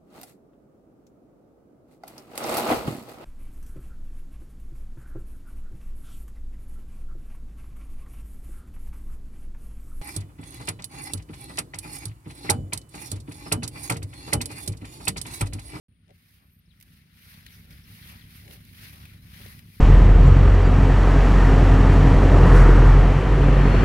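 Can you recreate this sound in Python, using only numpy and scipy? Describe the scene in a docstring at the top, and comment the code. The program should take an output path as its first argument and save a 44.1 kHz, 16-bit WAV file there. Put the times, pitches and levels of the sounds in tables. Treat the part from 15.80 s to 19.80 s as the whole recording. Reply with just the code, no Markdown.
"""A slow engine, perhaps a water pump, thuds far off across a muddy ditch: four uneven beats a cycle
over a low rumble. Close by, clothing or grass rustles in swells as fibres rub, catch and let go,
with dull scuffs, thin squeaks, dry ticks and soft handling bumps.
A small bird repeats a falling chip, farther birds twitter, and insects hiss faintly in the open air."""
import sys
import numpy as np
from scipy import signal
from scipy.fft import rfft, irfft
from scipy.io import wavfile

SR = 44100
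rng = np.random.default_rng(int(sys.argv[2]) if len(sys.argv) > 2 else 0)


def generate_wav(signal):
    """Clip the signal to [-1, 1] and save it as 16-bit WAV at the path in sys.argv[1]."""
    frames = np.transpose(np.atleast_2d(signal))
    scaled = np.clip(frames, -1, 1) * 32767
    pcm = np.round(scaled).astype(np.int16)
    wavfile.write(sys.argv[1], SR, pcm)


N = 176400
TIME = np.arange(N) / SR

# Every pan is left minus right in dB. Spectra set tone only, as level per Hz.
# the engine's wandering pace: (time [s], speed [cycles/s])
ENGINE_SPEED = [(0, 8.87), (.85, 8.85), (1.25, 9.02), (1.8, 9.06), (2.5, 8.78), (2.87, 9.23), (3.5, 9.3),
                (4, 9.08)]
# its limping rhythm: (position in the cycle [0-1], accent [dB])
ENGINE_BEATS = [(0, -1), (0.267, -4), (0.384, -8.5), (.742, -5.5)]
# one fader for the engine and the far birds: (time [s], gain [dB])
DISTANT_FADER = [(.1, -59.5), (.8, -60), (1.12, -54.5), (1.28, -58), (1.42, -54), (1.6, -52), (2, -49),
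                 (2.7, -49), (2.87, -49.5), (3.2, -47.5), (3.65, -47), (4, -51)]
# the boom of one thud: (frequency [Hz], level [dB])
THUD_SPECTRUM = [(20, -31), (42, -4), (65, -0.5), (105, 4.5), (126, -9.5), (142, 0), (155, -6), (170, 3),
                 (190, -12), (235, -9), (320, -24.5), (600, -40), (1200, -60)]
# the low bed under the thuds: (frequency [Hz], level [dB])
RUMBLE_SPECTRUM = [(20, -29), (32, -12), (42, -6), (58, 1), (100, -3), (150, -5), (220, -8), (320, -21.5),
                   (500, -32), (900, -43), (2000, -64.5)]
# swells of rubbing: (time [s], body gain [dB], treble gain [dB])
RUSTLE_SWELLS = [(.1, -88, -97), (.27, -74, -91), (.35, -70, -75), (.54, -66.5, -67.5), (.63, -70.5, -77),
                 (.74, -75.5, -79), (.84, -74.5, -85), (.98, -70, -75.5), (1.13, -64.5, -66.5),
                 (1.27, -68, -77.5), (1.41, -60.5, -63.5), (1.51, -56, -58.5), (1.66, -60.5, -66.5),
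                 (1.73, -57, -59), (1.895, -65.5, -69), (1.912, -57, -59.5), (2.03, -61, -67.5),
                 (2.14, -57, -57.5), (2.24, -55.5, -60), (2.29, -51, -53.5), (2.35, -55, -60),
                 (2.47, -60, -65), (2.56, -55, -56.5), (2.67, -60, -63), (2.735, -54, -52.5),
                 (2.78, -61, -66), (2.92, -60, -62), (3.05, -48.5, -53.5), (3.13, -56.5, -58.5),
                 (3.24, -55.5, -60.5), (3.41, -63.5, -67.5), (3.57, -53, -56.5), (3.69, -53, -55),
                 (3.795, -59.5, -60), (3.82, -64, -67.5), (3.88, -64, -64.5), (4, -58.5, -60)]
# the rustle's papery midrange: (frequency [Hz], level [dB])
BODY_SPECTRUM = [(250, -11.5), (550, -15), (850, -13), (1150, -8.5), (1450, -4), (1700, -1), (2000, 1),
                 (2350, 0.5), (2800, -2.5), (4200, -4.5), (5800, -12.5), (7500, -25.5), (10000, -41)]
# the airy top of the rustle and ticks: (frequency [Hz], level [dB])
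TREBLE_SPECTRUM = [(5000, -3), (7800, -13.5), (8500, -8), (9300, -1), (10500, -1), (12100, 2), (13500, -1),
                   (16000, -2)]
# the rustle's top slides from right to centre: (time [s], pan [dB])
TREBLE_PAN_PATH = [(0, -15), (1.5, -9), (3, -8), (3.4, -5), (3.7, -0.5), (4, 0.5)]
# harder strokes: (peak time [s], level [dB], half-length [s])
SCUFF_STROKES = [(0.633, -72.5, 0.029), (1.553, -66.5, 0.049), (2.326, -61.5, 0.039), (3.05, -88, .03),
                 (3.19, -63, 0.05), (3.653, -66, 0.13)]
# their dull scrape: (frequency [Hz], level [dB])
SCUFF_SPECTRUM = [(450, -12.5), (700, -1), (1200, 7), (1800, -20), (2600, -29)]
# thin rubbing squeaks: (peak time [s], pitch [Hz], resonance width [Hz], half-length [s], level [dB])
RUB_SQUEAKS = [(.655, 12700, 1200, 0.032, -72), (.738, 12150, 900, 0.023, -67.5),
               (.772, 14500, 1200, .008, -77), (0.794, 12500, 350, .006, -65),
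               (1.738, 5740, 700, 0.014, -64), (1.929, 4700, 900, 0.0024, -56.5),
               (2.042, 5470, 400, .005, -62.5)]
# dry snaps: (time [s], level [dB], relative treble [dB], pan [dB])
TICK_HITS = [(0.28, -61, -19, 11), (0.292, -60, -20, 14), (0.306, -55.5, -17, 9), (1.001, -62.5, 15, -15),
             (1.011, -50, 2.5, 3), (1.026, -54, 9.5, -7), (1.664, -40, -8, 6), (1.667, -55, -15, 0),
             (1.706, -52, -14, 9), (1.907, -49.5, -5, 3), (2.679, -46, -23, 17), (2.71, -43.5, -18, 16),
             (2.851, -61, 11, -13), (3.097, -50, -13, 5), (3.254, -46.5, -2, 7), (3.604, -50, -14, 18),
             (3.662, -42.5, -21, 22), (3.792, -47, -2, 3)]
# the ring of a snap: (frequency [Hz], width [Hz], gain [dB])
TICK_MODES = [(2250, 800, 0), (4000, 1200, -4), (5500, 1200, -8)]
# shifts of the hand: (peak time [s], level [dB], half-length [s])
HAND_BUMPS = [(0.302, -62.5, 0.013), (0.626, -78.5, .02), (1.886, -73, 0.071), (2.327, -74, 0.036),
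              (2.706, -60, 0.044), (3.15, -69.5, .04), (3.602, -65, 0.014), (3.659, -50.5, 0.0023)]
# hollow resonances of the held casing: (frequency [Hz], width [Hz], gain [dB])
CASING_MODES = [(269, 17, -3), (397, 71, 0), (568, 38, -1.5), (767, 84, -3)]
# the small bird's calls: (time [s], level [dB])
BIRD_CHIPS = [(0.9, -59), (1.671, -52.5), (2.405, -52.5)]
# notes around each chip: (offset [s], start pitch [Hz], end pitch [Hz], length [s], relative level [dB])
GRACE_NOTES = [(-.046, 5600, 4600, .022, -13), (-.013, 3900, 4800, .014, -9), (.025, 3200, 3350, .011, -8)]
# a thin insect hiss near 9 kHz: (frequency [Hz], level [dB])
INSECT_SPECTRUM = [(7500, -60), (8500, -14), (9100, 2.5), (9500, 1), (10200, -10), (12000, -22),
                   (16000, -23)]
# the outdoor air bed: (frequency [Hz], level [dB])
AIR_SPECTRUM = [(200, 13), (800, -11), (1300, -1), (2600, -2.5), (4200, -7), (6000, -25), (8000, -41)]

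FIRST_BEAT_S, BEAT_SPREAD_DB, THUD_DB = .089, 1.9, -2.5
RUMBLE_DB, RUMBLE_ROUGH_DB, THROB_DB, THROB_PEAK_CYCLES = -4.5, 2, 1, .28
BODY_TRIM_DB, TREBLE_TRIM_DB, FLUTTER_DB, BAND_FLICKER_DB = 1, 4, 1.17, 2
BODY_LIKENESS, TREBLE_LIKENESS = .37, .15  # 0 is wide, 1 is mono
GRAINS_PER_S, GRAIN_SPREAD_DB, GRAIN_DB = 3500, 3.5, -5.5
CRACKLES_PER_S, CRACKLE_DECAY_S, TICK_DECAY_S = 18, .002, .0033
TWITTERS_PER_S, TWITTER_LOW_HZ, TWITTER_HIGH_HZ, TWITTER_DB, TWITTER_RANGE_DB = 16, 1400, 4200, -17, 4
INSECT_DB, AIR_DB = -80, -77.5


def engine():
    """Four uneven thuds a cycle, dulled by distance, over a low rumble that throbs with them."""
    cycles = np.cumsum(curves(ENGINE_SPEED)[0]) / SR
    cycles -= np.interp(FIRST_BEAT_S, TIME, cycles)
    pulses = np.zeros(N)
    for position, accent_db in ENGINE_BEATS:
        hits = np.flatnonzero(np.diff(np.floor(cycles - position)))
        pulses[hits] += from_db(accent_db + BEAT_SPREAD_DB * rng.standard_normal(N)[:len(hits)])
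    thuds = from_db(THUD_DB) * colour(pulses, THUD_SPECTRUM)
    throb_db = THROB_DB * np.cos(2 * np.pi * (cycles - THROB_PEAK_CYCLES))
    rumble_gain = from_db(RUMBLE_DB + throb_db + RUMBLE_ROUGH_DB * drift(rate_hz=24.8))
    rumble = rumble_gain * colour(stereo_noise(likeness=.93), RUMBLE_SPECTRUM)
    return (thuds + rumble) * from_db(curves(DISTANT_FADER)[0])


def rustle():
    """Fluttering swells of friction with a crackly body near 2 kHz and an airy top."""
    body_db, treble_db = curves(RUSTLE_SWELLS)
    body = flicker(colour(friction(BODY_LIKENESS) + crackles(), BODY_SPECTRUM))
    body *= from_db(body_db + BODY_TRIM_DB) * pan(db=6.5)
    treble = colour(friction(TREBLE_LIKENESS), TREBLE_SPECTRUM)
    treble *= from_db(treble_db + TREBLE_TRIM_DB) * pan(curves(TREBLE_PAN_PATH)[0])
    return (body + treble) * from_db(FLUTTER_DB * drift(rate_hz=120))


def friction(likeness):
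    """Smooth hiss plus the tiny snaps of catching fibres."""
    sizes = from_db(GRAIN_SPREAD_DB * np.minimum(rng.exponential(1, (2, N)), 5))
    polarity = rng.choice([-1, 1], (2, N))
    catches = rng.random((2, N)) < GRAINS_PER_S / SR
    grains = from_db(GRAIN_DB) * unit_rms(sizes * polarity * catches)
    return from_right(stereo_noise(likeness) + grains)


def crackles():
    """Now and then a fibre catches and lets go in a short burst."""
    catches = (rng.random(N) < CRACKLES_PER_S / SR) * rng.random(N)
    decay = np.exp(-1 / (CRACKLE_DECAY_S * SR))
    bursts = signal.lfilter([1], [1, -decay], catches + 1e-18)
    return 2 * bursts * from_right(stereo_noise(BODY_LIKENESS))


def scuffs():
    """Harder strokes press a dull scrape out of the friction."""
    pressure = sum(from_db(db) * swell(peak_s, half_s) for peak_s, db, half_s in SCUFF_STROKES)
    return pressure * colour(friction(likeness=1), SCUFF_SPECTRUM) * pan(db=-.5)


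def squeaks():
    """The rubbing briefly sings: noise narrowed twice by one high resonance."""
    out = np.zeros((2, N))
    for peak_s, hz, width_hz, half_s, db in RUB_SQUEAKS:
        mode = [(hz, width_hz, 0)]
        whine = resonate(resonate(stereo_noise(likeness=.42), mode), mode)
        out += from_db(db) * swell(peak_s, half_s) * unit_rms(whine)
    return out


def ticks():
    """Dry snaps that die within milliseconds, each with its own brightness and pan."""
    body_envelope, top_envelope = np.zeros((2, 2, N))
    for start_s, db, treble_db, pan_db in TICK_HITS:
        decay = np.exp(-np.clip((TIME - start_s) / TICK_DECAY_S, 0, 20))
        snap = from_db(db) * (TIME >= start_s) * decay * pan(pan_db)
        body_envelope += snap
        top_envelope += snap * from_db(treble_db)
    body = resonate(body_envelope * from_right(stereo_noise(likeness=1)), TICK_MODES)
    top = top_envelope * colour(stereo_noise(likeness=.2), TREBLE_SPECTRUM)
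    return body + top


def handling_bumps():
    """Soft shifts of the hand sound the hollow modes of the casing."""
    push = sum(from_db(db) * swell(peak_s, half_s) for peak_s, db, half_s in HAND_BUMPS)
    return resonate(push * from_right(stereo_noise(likeness=.8)), CASING_MODES) * pan(db=2)


def small_bird():
    """A quick falling chip on the left, with weaker notes before and after."""
    calls = np.zeros(N)
    for start_s, db in BIRD_CHIPS:
        calls += from_db(db) * whistle(start_s, start_hz=4440, end_hz=2980, length_s=.021)
        for offset_s, start_hz, end_hz, length_s, note_db in GRACE_NOTES:
            calls += from_db(db + note_db) * whistle(start_s + offset_s, start_hz, end_hz, length_s)
    return scatter(calls) * pan(db=21)


def far_birds():
    """Faint short glides at random moments, riding the same fader as the engine."""
    calls = np.zeros(N)
    for when, pitch, glide, softness in rng.random((int(TWITTERS_PER_S * N / SR), 4)):
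        start_hz = TWITTER_LOW_HZ * (TWITTER_HIGH_HZ / TWITTER_LOW_HZ) ** pitch
        end_hz = start_hz * (1 + .319 * (glide - .5))  # up to 16% up or down
        gain = from_db(TWITTER_DB - TWITTER_RANGE_DB * softness)
        calls += gain * whistle(when * N / SR, start_hz, end_hz, length_s=.03)
    return scatter(calls) * from_db(curves(DISTANT_FADER)[0]) * pan(db=16)


def whistle(start_s, start_hz, end_hz, length_s, waver_hz=90):
    """One bird note: a gliding, wavering sine that fades in and out."""
    first = int(start_s * SR)
    progress = np.arange(int(length_s * SR))[:N - first] / (length_s * SR)
    waver = np.interp(progress, np.linspace(0, 1, 10), rng.standard_normal(10))
    hz = start_hz + (end_hz - start_hz) * progress + waver_hz * waver
    out = np.zeros(N)
    out[first:first + len(hz)] = np.sin(np.pi * progress) * np.sin(2 * np.pi * np.cumsum(hz) / SR)
    return out


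def scatter(call, decay_s=.01, wet_db=-5):
    """Grass and banks smear a far call into a short stereo tail."""
    t = TIME[:SR // 10]
    tail = rng.standard_normal((2, len(t))) * np.exp(-t / decay_s)
    tail /= np.sqrt(np.sum(tail[0] ** 2))
    return call + from_db(wet_db) * signal.fftconvolve(call[None], tail, axes=1)[:, :N]


def insects():
    """A thin steady band of hiss on the right, probably insects."""
    return from_db(INSECT_DB) * colour(stereo_noise(likeness=.1), INSECT_SPECTRUM) * pan(db=-11)


def outdoor_air():
    """A faint, wide bed of air, leaning left."""
    return from_db(AIR_DB) * colour(stereo_noise(likeness=.15), AIR_SPECTRUM) * pan(db=13)


def flicker(pair, bands=12, low_hz=1000, high_hz=7000):
    """Overlapping bands each waver in level; the outer two carry all below and above."""
    hz = np.maximum(np.arange(N // 2 + 1) * SR / N, 1)
    position = np.clip(np.log(hz / low_hz) / np.log(high_hz / low_hz), 0, 1) * (bands - 1)
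    spectrum = rfft(pair)
    out = np.zeros((2, N))
    for k in range(bands):
        band = irfft(spectrum * np.maximum(1 - abs(position - k), 0), N)
        out += band * from_db(BAND_FLICKER_DB * drift(rate_hz=60))
    return unit_rms(out)


def colour(x, spectrum):
    """Minimum-phase EQ, so hits ring only after their attack; comes out at unit RMS."""
    hz, db = np.transpose(spectrum)
    bin_hz = np.maximum(np.arange(N // 2 + 1) * SR / N, 1)
    skirts = np.minimum(bin_hz / hz[0], 1) ** 2 * np.minimum(hz[-1] / bin_hz, 1) ** 2
    gain = skirts * from_db(np.interp(np.log(bin_hz), np.log(hz), db))
    cepstrum = irfft(np.log(gain), N)
    response = np.exp(rfft(2 * cepstrum[:N // 2], N) - cepstrum[0])
    return unit_rms(irfft(rfft(x) * response, N))


def resonate(x, modes):
    """Parallel resonances of alternating polarity; unit white noise leaves each at its listed level."""
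    out = 0
    for k, (hz, width_hz, db) in enumerate(modes):
        radius = np.exp(-np.pi * width_hz / SR)
        feedforward = np.sqrt((1 - radius ** 2) / 2) * np.array([1, 0, -1])
        feedback = [1, -2 * radius * np.cos(2 * np.pi * hz / SR), radius ** 2]
        out += (-1) ** k * from_db(db) * signal.lfilter(feedforward, feedback, x + 1e-18)
    return out


def stereo_noise(likeness):
    """White noise; likeness is the share of power common to both sides."""
    centre = np.sqrt(likeness) * rng.standard_normal(N)
    return centre + np.sqrt(1 - likeness) * rng.standard_normal((2, N))


def from_right(pair, lag_s=.00041):
    """Sound from the right reaches the left side a little later."""
    return np.array([np.interp(TIME - lag_s, TIME, pair[0]), pair[1]])


def pan(db):
    """Left and right gains of constant power."""
    gains = from_db(np.array([[.5], [-.5]]) * db)
    return gains / np.sqrt(np.mean(gains ** 2, axis=0))


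def drift(rate_hz):
    """A random wobble with a spread of about 1."""
    times = np.arange(0, N / SR + 1, 1 / rate_hz)
    return np.interp(TIME, times, rng.standard_normal(N)[:len(times)])


def swell(peak_s, half_s):
    """A bell-shaped fade, at 61% half_s either side of its peak."""
    return np.exp(-.5 * ((TIME - peak_s) / half_s) ** 2)


def curves(rows):
    """One automation curve for each column after the time."""
    times, *columns = np.transpose(rows)
    return [np.interp(TIME, times, column) for column in columns]


def from_db(db):
    return 10 ** (np.asarray(db) / 20)


def unit_rms(x):
    return x / np.sqrt(np.mean(x ** 2) + 1e-20)


def scene():
    """The stereo mix: far engine, close rubbing and handling, then the life around the ditch."""
    return (engine() + rustle() + scuffs() + squeaks() + ticks() + handling_bumps()
            + insects() + outdoor_air() + small_bird() + far_birds())


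def record(dry):
    """The sound opens after a moment of silence, with the very top cut away."""
    start_s, cutoff_hz = .084, 15800
    low_pass = signal.firwin(401, cutoff_hz, fs=SR)
    return signal.fftconvolve(dry * (TIME >= start_s), low_pass[None], mode="same", axes=1)


dry = scene()
out = record(dry)
generate_wav(out)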